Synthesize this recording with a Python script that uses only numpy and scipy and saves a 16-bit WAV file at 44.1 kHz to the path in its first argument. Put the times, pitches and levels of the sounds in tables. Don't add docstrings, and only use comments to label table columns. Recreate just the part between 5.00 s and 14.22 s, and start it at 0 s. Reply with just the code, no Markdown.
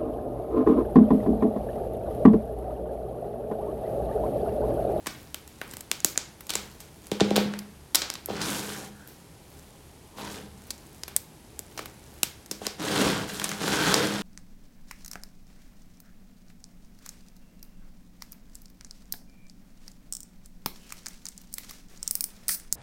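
import sys
import numpy as np
from scipy import signal
from scipy.fft import rfft, irfft
from scipy.io import wavfile
from scipy.ndimage import uniform_filter1d

SR = 44100
rng = np.random.default_rng(int(sys.argv[2]) if len(sys.argv) > 2 else 0)


def persist_wave(psi):
    counts = np.round(np.clip(psi, -1, 1) * 32767).astype(np.int16)
    wavfile.write(sys.argv[1], SR, np.atleast_2d(counts).T)


N = 406602
RUN_UP_S = 0.005


def undb(db):
    return 10 ** (np.asarray(db) / 20)


def unit(x):
    return x / np.sqrt(np.mean(x ** 2) + 1e-18)


def add(out, at_s, sound):
    i = max(int(at_s * SR), 0)
    out[i:i + len(sound)] += sound[:len(out) - i]


def freqs(size):
    return np.maximum(np.arange(size // 2 + 1) * SR / size, 1)


def shape(f, points):
    hz, db = np.transpose(points)
    return undb(np.interp(np.log(f), np.log(hz), db))


def colour(x, points):
    return unit(irfft(rfft(x) * shape(freqs(N), points), N))


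def butterworth(x, order, hz, kind):
    return signal.sosfilt(signal.butter(order, hz, kind, fs=SR, output="sos"), x)


def walk(rate_hz):
    knots = np.arange(0, N, SR / rate_hz)
    return unit(np.interp(np.arange(N), knots, rng.standard_normal(len(knots))))


def grains(per_s, spread_db):
    size = undb(spread_db * np.minimum(rng.exponential(size=N), 5))
    return unit((rng.random(N) < per_s / SR) * size * rng.choice([-1, 1], N))


def hit(spectrum):
    return np.roll(unit(irfft(spectrum)), int(RUN_UP_S * SR))


def air(level_db=-51.5, hum_db=-59, hum_hz=72):
    # f/Hz, level/dB
    noise_spectrum = [(15, -37), (25, -7), (43, -7), (64, -8.5), (153, -4.5), (170, -7.5), (301, -11),
                      (427, -11.5), (489, -15.5), (754, -18.5), (818, -16), (1190, -24), (7310, -29.5),
                      (11300, -28.5), (16000, -42.5)]
    hum = unit(irfft(rfft(rng.standard_normal(N)) / (1 + ((freqs(N) - hum_hz) / 3) ** 2), N))
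    noise = colour(rng.standard_normal(N), noise_spectrum)
    return noise * undb(level_db + 0.08 * walk(2.42)) + undb(hum_db) * hum


def room(x, wet_db=-8, delay_s=0.0075, build_s=0.00092):
    # f/Hz, t60/s
    decay_times = [(150, 0.69), (500, 0.44), (1400, 0.52), (3700, 0.43), (9000, 0.27), (15000, 0.29)]
    t, f = np.arange(SR) / SR, freqs(SR)
    hz, t60s = np.transpose(decay_times)
    noise = rfft(rng.standard_normal(SR) * undb(2.4 * rng.standard_normal(SR)))
    bands = [irfft(noise * np.interp(np.log(f), np.log(hz), share), SR) for share in np.eye(len(hz))]
    tail = sum(band * np.exp(-np.log(1000) * t / t60) for band, t60 in zip(bands, t60s))
    tail *= np.clip((t - delay_s) / build_s, 0, 1)
    tone = shape(f, [(200, -1.5), (1500, 0), (5000, -0.5), (10000, -5.0), (15000, -1.0)])
    tail = irfft(rfft(tail) * tone, SR)
    return undb(wet_db) * signal.fftconvolve(x, tail / np.sqrt(np.sum(tail ** 2)))[:N]


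def bending(f, lag_ms):
    return np.exp(-4j * np.pi * lag_ms * np.sqrt(f / 1000))


def tabletop(drive):
    # f/Hz, level/dB, t60/s
    modes = [(125, -34, 0.5), (205.6, 9.5, 0.48), (275, -6, 0.16), (316, -20, 0.1), (328, -22, 0.22),
             (401, -12, 0.22), (432, -2.5, 0.43), (519, 4.5, 0.09), (802, 10, .15)]
    t = np.arange(SR // 2) / SR
    ring = sum(undb(db - 60 * t / t60) * np.sin(2 * np.pi * hz * t) for hz, db, t60 in modes)
    return signal.fftconvolve(drive, ring / np.sqrt(np.sum(ring ** 2)))[:N]


def flakes(per_s, spread_db, ring_gain=0.91, decay_cycles=1.27):
    t, ringing = np.arange(256) / SR, 0
    for hz in np.geomspace(900, 14000, num=12):
        ring = np.sin(2 * np.pi * hz * t) * np.exp(-t * hz / decay_cycles)
        ringing = ringing + np.sqrt(hz) * unit(signal.oaconvolve(grains(per_s / 12, spread_db), ring)[:N])
    return unit(grains(per_s, spread_db) + ring_gain * unit(ringing))


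def rubbing(grating_db=-2, waver_db=2, ticks_db=-9, rest_db=-64, sigma_s=0.082):
    # t/s, level/dB
    rubs = [(0.19, -50), (0.72, -50), (1.62, -49.5), (2.08, -53.5), (3.15, -60.5), (4.08, -62), (4.6, -57),
            (5.68, -55), (5.94, -59), (6.8, -51), (7.16, -55.5), (7.56, -65)]
    t = np.arange(N) / SR
    effort = undb(rest_db) + sum(undb(db) * np.exp(-((t - at_s) / sigma_s) ** 2 / 2) for at_s, db in rubs)
    grating = colour(flakes(3500, 6.1), [(300, 12.5), (1200, -7.5), (8000, -9.5), (16000, -8)])
    grating *= undb(waver_db * walk(20))
    ticks = colour(flakes(36, 1.9), [(500, 7), (3000, 0), (8000, 8), (16000, -7.5)])
    return effort * (undb(grating_db) * grating + undb(ticks_db) * ticks)


def scrapes(half_band=0.1):
    # t/s, level/dB, f/Hz, Gaussian sigma/s
    drags = [(3.507, -36.5, 292, 0.04), (4.006, -57.5, 1530, 0.055), (5.23, -49, 1000, 0.051),
             (8.043, -27.5, 285, 0.043), (8.857, -33.5, 1500, 0.081), (8.994, -30, 454, 0.05)]
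    out, t = np.zeros(N), np.arange(N) / SR
    slips = grains(per_s=1500, spread_db=3)
    for at_s, db, hz, sigma_s in drags:
        ringing = butterworth(slips, 2, [hz * (1 - half_band), hz * (1 + half_band)], "band")
        out += unit(ringing) * undb(db) * np.exp(-((t - at_s) / sigma_s) ** 2 / 2)
    return out


def strokes(land_s=0.03, lift_s=0.036, curve=1.36):
    # pressure/dB, table ring/dB, powder/dB, dust/dB
    moves = [(2.23, 2.246, 2.35, -47, 3, 9, 6, 15, -23, -25),
             (2.368, 2.368, 2.55, -45.5, 3, 14, 1, 1.5, -23, -25),
             (3.271, 3.384, 3.41, -42, 0.5, -6, 2.5, 0, -20, -26),
             (3.4, 3.493, 3.868, -37, 5, 13.5, -1.5, -6, -0.5, -7),
             (5.157, 5.188, 5.28, -44.5, 0, 0, 1.5, -6, -8, -14),
             (5.291, 5.324, 5.45, -46, -12, 13, 3, -1, -3.5, -10),
             (7.604, 7.73, 7.65, -46.5, -2.5, -5.5, 0, -3, -3.5, -22),
             (7.779, 8.007, 8.246, -28, 13.5, 14, 1, -12, -8.5, -21),
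             (8.261, 8.447, 8.6, -42, 1, 4.5, -1.5, -4, -2.5, -9.5),
             (8.588, 8.879, 9.244, -27.5, 7, 14.5, -2, -15, -9.5, -17)]
    follows = [1, 0.78, 0.21, 0.95, 0.95]
    t, power = np.arange(N) / SR, np.zeros((5, N))
    for lands, ref_s, lifts, db, start_below_db, end_below_db, *shares_db in moves:
        on = (t > lands) & (t < lifts + lift_s)
        contact = np.clip(np.minimum((t[on] - lands) / land_s, 1 - (t[on] - lifts) / lift_s), 0, 1)
        before = np.interp(t[on], [lands, ref_s], [1, 0])
        after = np.interp(t[on], [ref_s, lifts], [0, 1])
        below_db = start_below_db * before ** curve + end_below_db * after ** curve
        layers_db = [db + rel_db - follow * below_db for rel_db, follow in zip([0, *shares_db], follows)]
        power[:, on] += (contact * undb(layers_db)) ** 2
    return np.sqrt(power)


def raking(powder_db=-0.5, chips_db=-8.5, jerk_db=1.1, clump_db=0.8, split_hz=6000):
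    # f/Hz, level/dB
    rush_tone = [(250, -24), (500, -9), (800, -3.5), (1150, -3.5), (1550, -2), (2300, -8.5), (3300, -5),
                 (4700, -7.5), (9000, -11.5), (13000, -18.5), (16000, -43)]
    # f/Hz, level/dB
    drum_tone = [(30, -23), (70, -14.5), (130, -5.5), (200, -2.5), (245, -6), (290, 1.5), (335, -7),
                 (420, -3.5), (600, -10), (1000, -16), (1800, -38)]
    rush, pressure, ringing, powder, dusty = strokes()
    per_s = 3000 + 300000 * rush
    coarse = butterworth(colour(flakes(per_s, 4.8), rush_tone), 2, split_hz, "low")
    fine = butterworth(colour(flakes(per_s, 4.5), rush_tone), 4, split_hz, "high")
    dust = colour(flakes(per_s, 5.5), [(6000, -34), (10000, 0), (13000, -1), (16000, -6)])
    coarse = unit(coarse * undb(clump_db * walk(220)))
    fine = powder * unit(fine * undb(clump_db * walk(220))) + dusty * dust
    chips = colour(flakes(110, 3.5), [(500, -15), (1500, 5), (5000, -1.0), (10000, -10), (16000, -27)])
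    steady = np.sqrt(np.mean(per_s) / per_s)
    heap = steady * (rush * coarse + undb(powder_db) * fine) + undb(chips_db) * rush * chips
    thuds = colour(grains(2000, 2.44), drum_tone)
    drum = pressure * thuds + tabletop(ringing * thuds) / np.std(tabletop(thuds))
    return (heap + drum) * undb(jerk_db * walk(60))


def knocks(gain_db=-11, ring_db=-15, bass_slope=1.37, cutoff_power=5.4, size=2048):
    # t/s, level/dB, corner f/Hz, table ring/dB
    impacts = [(0.0685, -31.5, 483, -5.5), (1.0459, -27.5, 410, -18), (1.5533, -33.5, 355, -1),
               (2.1145, -20, 453, 0), (2.2083, -11.5, 423, 1.5), (2.308, -15.5, 496, -2),
               (2.362, -20.5, 410, -1.5), (2.375, -14.5, 555, -4), (2.452, -29, 254, -9),
               (3.284, -28.5, 610, -15), (3.3, -25, 590, 0.5), (5.183, -35.5, 1048, -5),
               (6.593, -40.5, 450, -10), (6.791, -33, 495, -7), (7.23, -36, 428, -20),
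               (7.5125, -32, 417, -4), (7.6145, -32.5, 660, 1), (7.668, -30, 536, -5)]
    thuds, drive, f = np.zeros(N), np.zeros(N), freqs(size)
    for at_s, db, hz, table_db in impacts:
        lag_ms = 5.21 * undb(db) ** 0.1525
        push = (f / hz) ** bass_slope / (1 + (f / hz) ** cutoff_power)
        thud = hit(push * bending(f, lag_ms)) * undb(db + gain_db)
        add(thuds, at_s - RUN_UP_S, thud)
        add(drive, at_s - RUN_UP_S, thud * undb(table_db + ring_db))
    return thuds, tabletop(drive)


def snaps(gain_db=-1.0, ring_db=9.0, ring_width_hz=900, rattle_db=-24, rattle_s=0.006, size=2048):
    # t/s, level/dB, brightness/dB, top band/dB, flake f/Hz, crumble time/ms, room send/dB
    cracks = [(0.0602, -30.5, -6, -3, 1500, 2.4, -10), (0.0683, -22.5, 3, -1, 1090, 2.4, 0.5),
              (0.071, -24.5, 1, -12, 2000, 2.5, 2.5), (0.3442, -24, 1.5, 4.5, 3060, 1, -3),
              (0.4766, -39, 1, 8, 7900, 0.91, 4), (0.6143, -24, -16, 15, 1800, 2.4, -1.5),
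              (0.711, -36, 6, -3, 8200, 2.6, 6), (0.736, -33, -8, 8, 14100, 2.1, -5),
              (0.7686, -30.5, -3, 10, 7950, 0.61, -3), (0.8073, -30.5, 0.5, 8, 7500, 1.9, -10),
              (0.9145, -14, 5.5, -6, 2930, 1.2, -4), (1.003, -32, 6, -6, 6700, .7, -7),
              (1.0462, -7, 10.5, -3, 6700, 0.94, -3), (1.1579, -34, -17, 0, 2000, 2.5, -3),
              (1.1761, -12.5, 6, -13.5, 6800, 0.74, -3.5), (1.407, -34.5, -3, 14.5, 1820, 3, -3),
              (1.468, -37.5, -2, 11, 7000, 1.2, -5), (1.4935, -22.5, 0, -3, 4200, 9.1, 3),
              (1.5039, -20, 7, -7, 3200, 1.5, -0.5), (1.536, -25, 2, -2, 3880, 3.4, 3),
              (1.5537, -16, 1.5, -4, 7500, 1.8, 1), (1.803, -35, 5, -4.5, 13500, 6.4, 5),
              (2.0686, -37.5, 4, -3, 10400, 2, -7), (2.1154, -24, -2, -3, 3380, 2.6, 4),
              (2.1994, -21.5, -12, -1, 990, 1.6, -11), (2.2055, -14, -5, -17, 3700, 3.6, 0.5),
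              (2.209, -21, -20, 0, 700, 6, -18), (2.3062, -27, -7, -6, 3700, 1.4, 5),
              (2.3574, -18.5, -11, -7, 3750, 3.5, 5.5), (2.3628, -15, -3.5, 7.5, 3940, 0.84, 1),
              (2.3672, -18.5, -6, -11, 3860, 3.1, 5.5), (2.5368, -28, -12, -6, 1940, 1.9, 1),
              (2.5892, -29, 5, 2.5, 4890, 3, -5), (2.947, -10.5, 6, -3, 3760, 2, 0.5),
              (2.9525, -15.5, 8, -13, 5170, 1.8, 5.5), (2.9555, -9.5, 9, 0, 5000, 1.2, -20),
              (3.018, -19, 0, -19, 4000, 3.7, 3.5), (3.1015, -21, 1.5, -4, 5070, 0.35, -2),
              (3.139, -30, 5, 0, 5500, 1.8, -5), (3.1537, -29, -4, -12, 4180, 2.6, -1),
              (3.259, -25, 13.5, 0.5, 12200, 1, -7), (3.4154, -22.5, -3, -5, 5330, 4.1, 8.5),
              (4.075, -39.5, 3, 7, 13800, 1.1, 10), (5.705, -22.5, 9.5, -8, 4440, 3.7, -6.5),
              (6.0342, -25.5, 2.5, -5, 4970, 1.1, -7), (6.0794, -30.5, -7, 7, 11500, 5.3, 1.5),
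              (6.164, -10, 12.5, 0, 8300, 0.44, -10.5), (6.5919, -25, 10, -1, 7800, 0.3, -7),
              (6.7756, -27.5, -9.5, 6, 5700, 5, 4.5), (6.7911, -25, -7, 4, 1390, 2.1, -9),
              (6.8574, -31, -11, 15, 14700, 2.2, -9), (7.2317, -10, 8.5, -4, 3000, 0.69, -5.5),
              (7.4606, -40, 7, 1, 5800, 2.1, -17), (7.512, -21, 7.5, -5.5, 5560, 4, -0.5),
              (7.667, -18, 3, -6, 4980, 1.2, 0), (8.3974, -22.5, -1, -2, 3300, 1.4, 1),
              (8.416, -24, -7, 0, 1600, 3, -2), (8.4418, -17, 4, -6, 9200, 1.9, -0.5),
              (8.4914, -24.5, 0, 0, 6107, 1.8, -1), (8.515, -23, -4, -11, 1580, 3.2, 1.5),
              (8.941, -10, 0, -6, 5100, 1.7, 0)]
    # level/dB, tilt/(dB per dB of brightness)
    bands = [(-8, 0.03), (-5.5, 0.2), (-2, 0.93), (-6.5, 1.5)]
    band_db, tilt = np.transpose(bands)
    centres_hz, widths_hz = [800, 2900, 7500, 13000], [1200, 3500, 5500, 5500]
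    direct, sent, t, f = np.zeros(N), np.zeros(N), np.arange(size) / SR, freqs(size)
    for at_s, db, bright_db, top_db, hz, crumble_ms, room_db in cracks:
        decay = np.exp(-t * 1000 / crumble_ms) + undb(rattle_db) * np.exp(-t / rattle_s)
        crumbs = rng.standard_normal(size) * decay
        crumbs[0] += 2.5
        ripple = rfft(crumbs)
        ripple /= np.sqrt(uniform_filter1d(abs(ripple) ** 2, size=60))
        density_db = band_db + bright_db * tilt + [0, 0, 0, top_db] - 10 * np.log10(widths_hz)
        tone = shape(f, [(60, density_db[0] - 22), (250, density_db[0]),
                         *zip(centres_hz, density_db), (16500, density_db[-1] - 9)])
        flake = 1 + (undb(ring_db) - 1) / (1 + 2j * (f - hz) / ring_width_hz)
        crack = tone * flake * bending(f, lag_ms=1.19)
        gain = np.sqrt(0.002 * SR / size) * undb(db + gain_db)
        add(direct, at_s - RUN_UP_S, gain * hit(crack * ripple))
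        add(sent, at_s - RUN_UP_S, gain * undb(room_db) * hit(crack / np.sqrt(flake)))
    return direct, sent


def scene(knock_room_db=-2):
    cracks, cracks_sent = snaps()
    thuds, ring = knocks()
    rustle = raking() + scrapes() + rubbing()
    echoes = room(cracks_sent + undb(knock_room_db) * thuds + rustle)
    return (cracks + thuds + ring + rustle + echoes + air())[None]


def record(dry, low_hz=30, top_hz=16000):
    thin = butterworth(np.clip(dry, -1, 1), 4, low_hz, "high")
    return signal.sosfilt(signal.ellip(8, 0.2, 70, top_hz, fs=SR, output="sos"), thin)


dry = scene()
out = record(dry)
persist_wave(out)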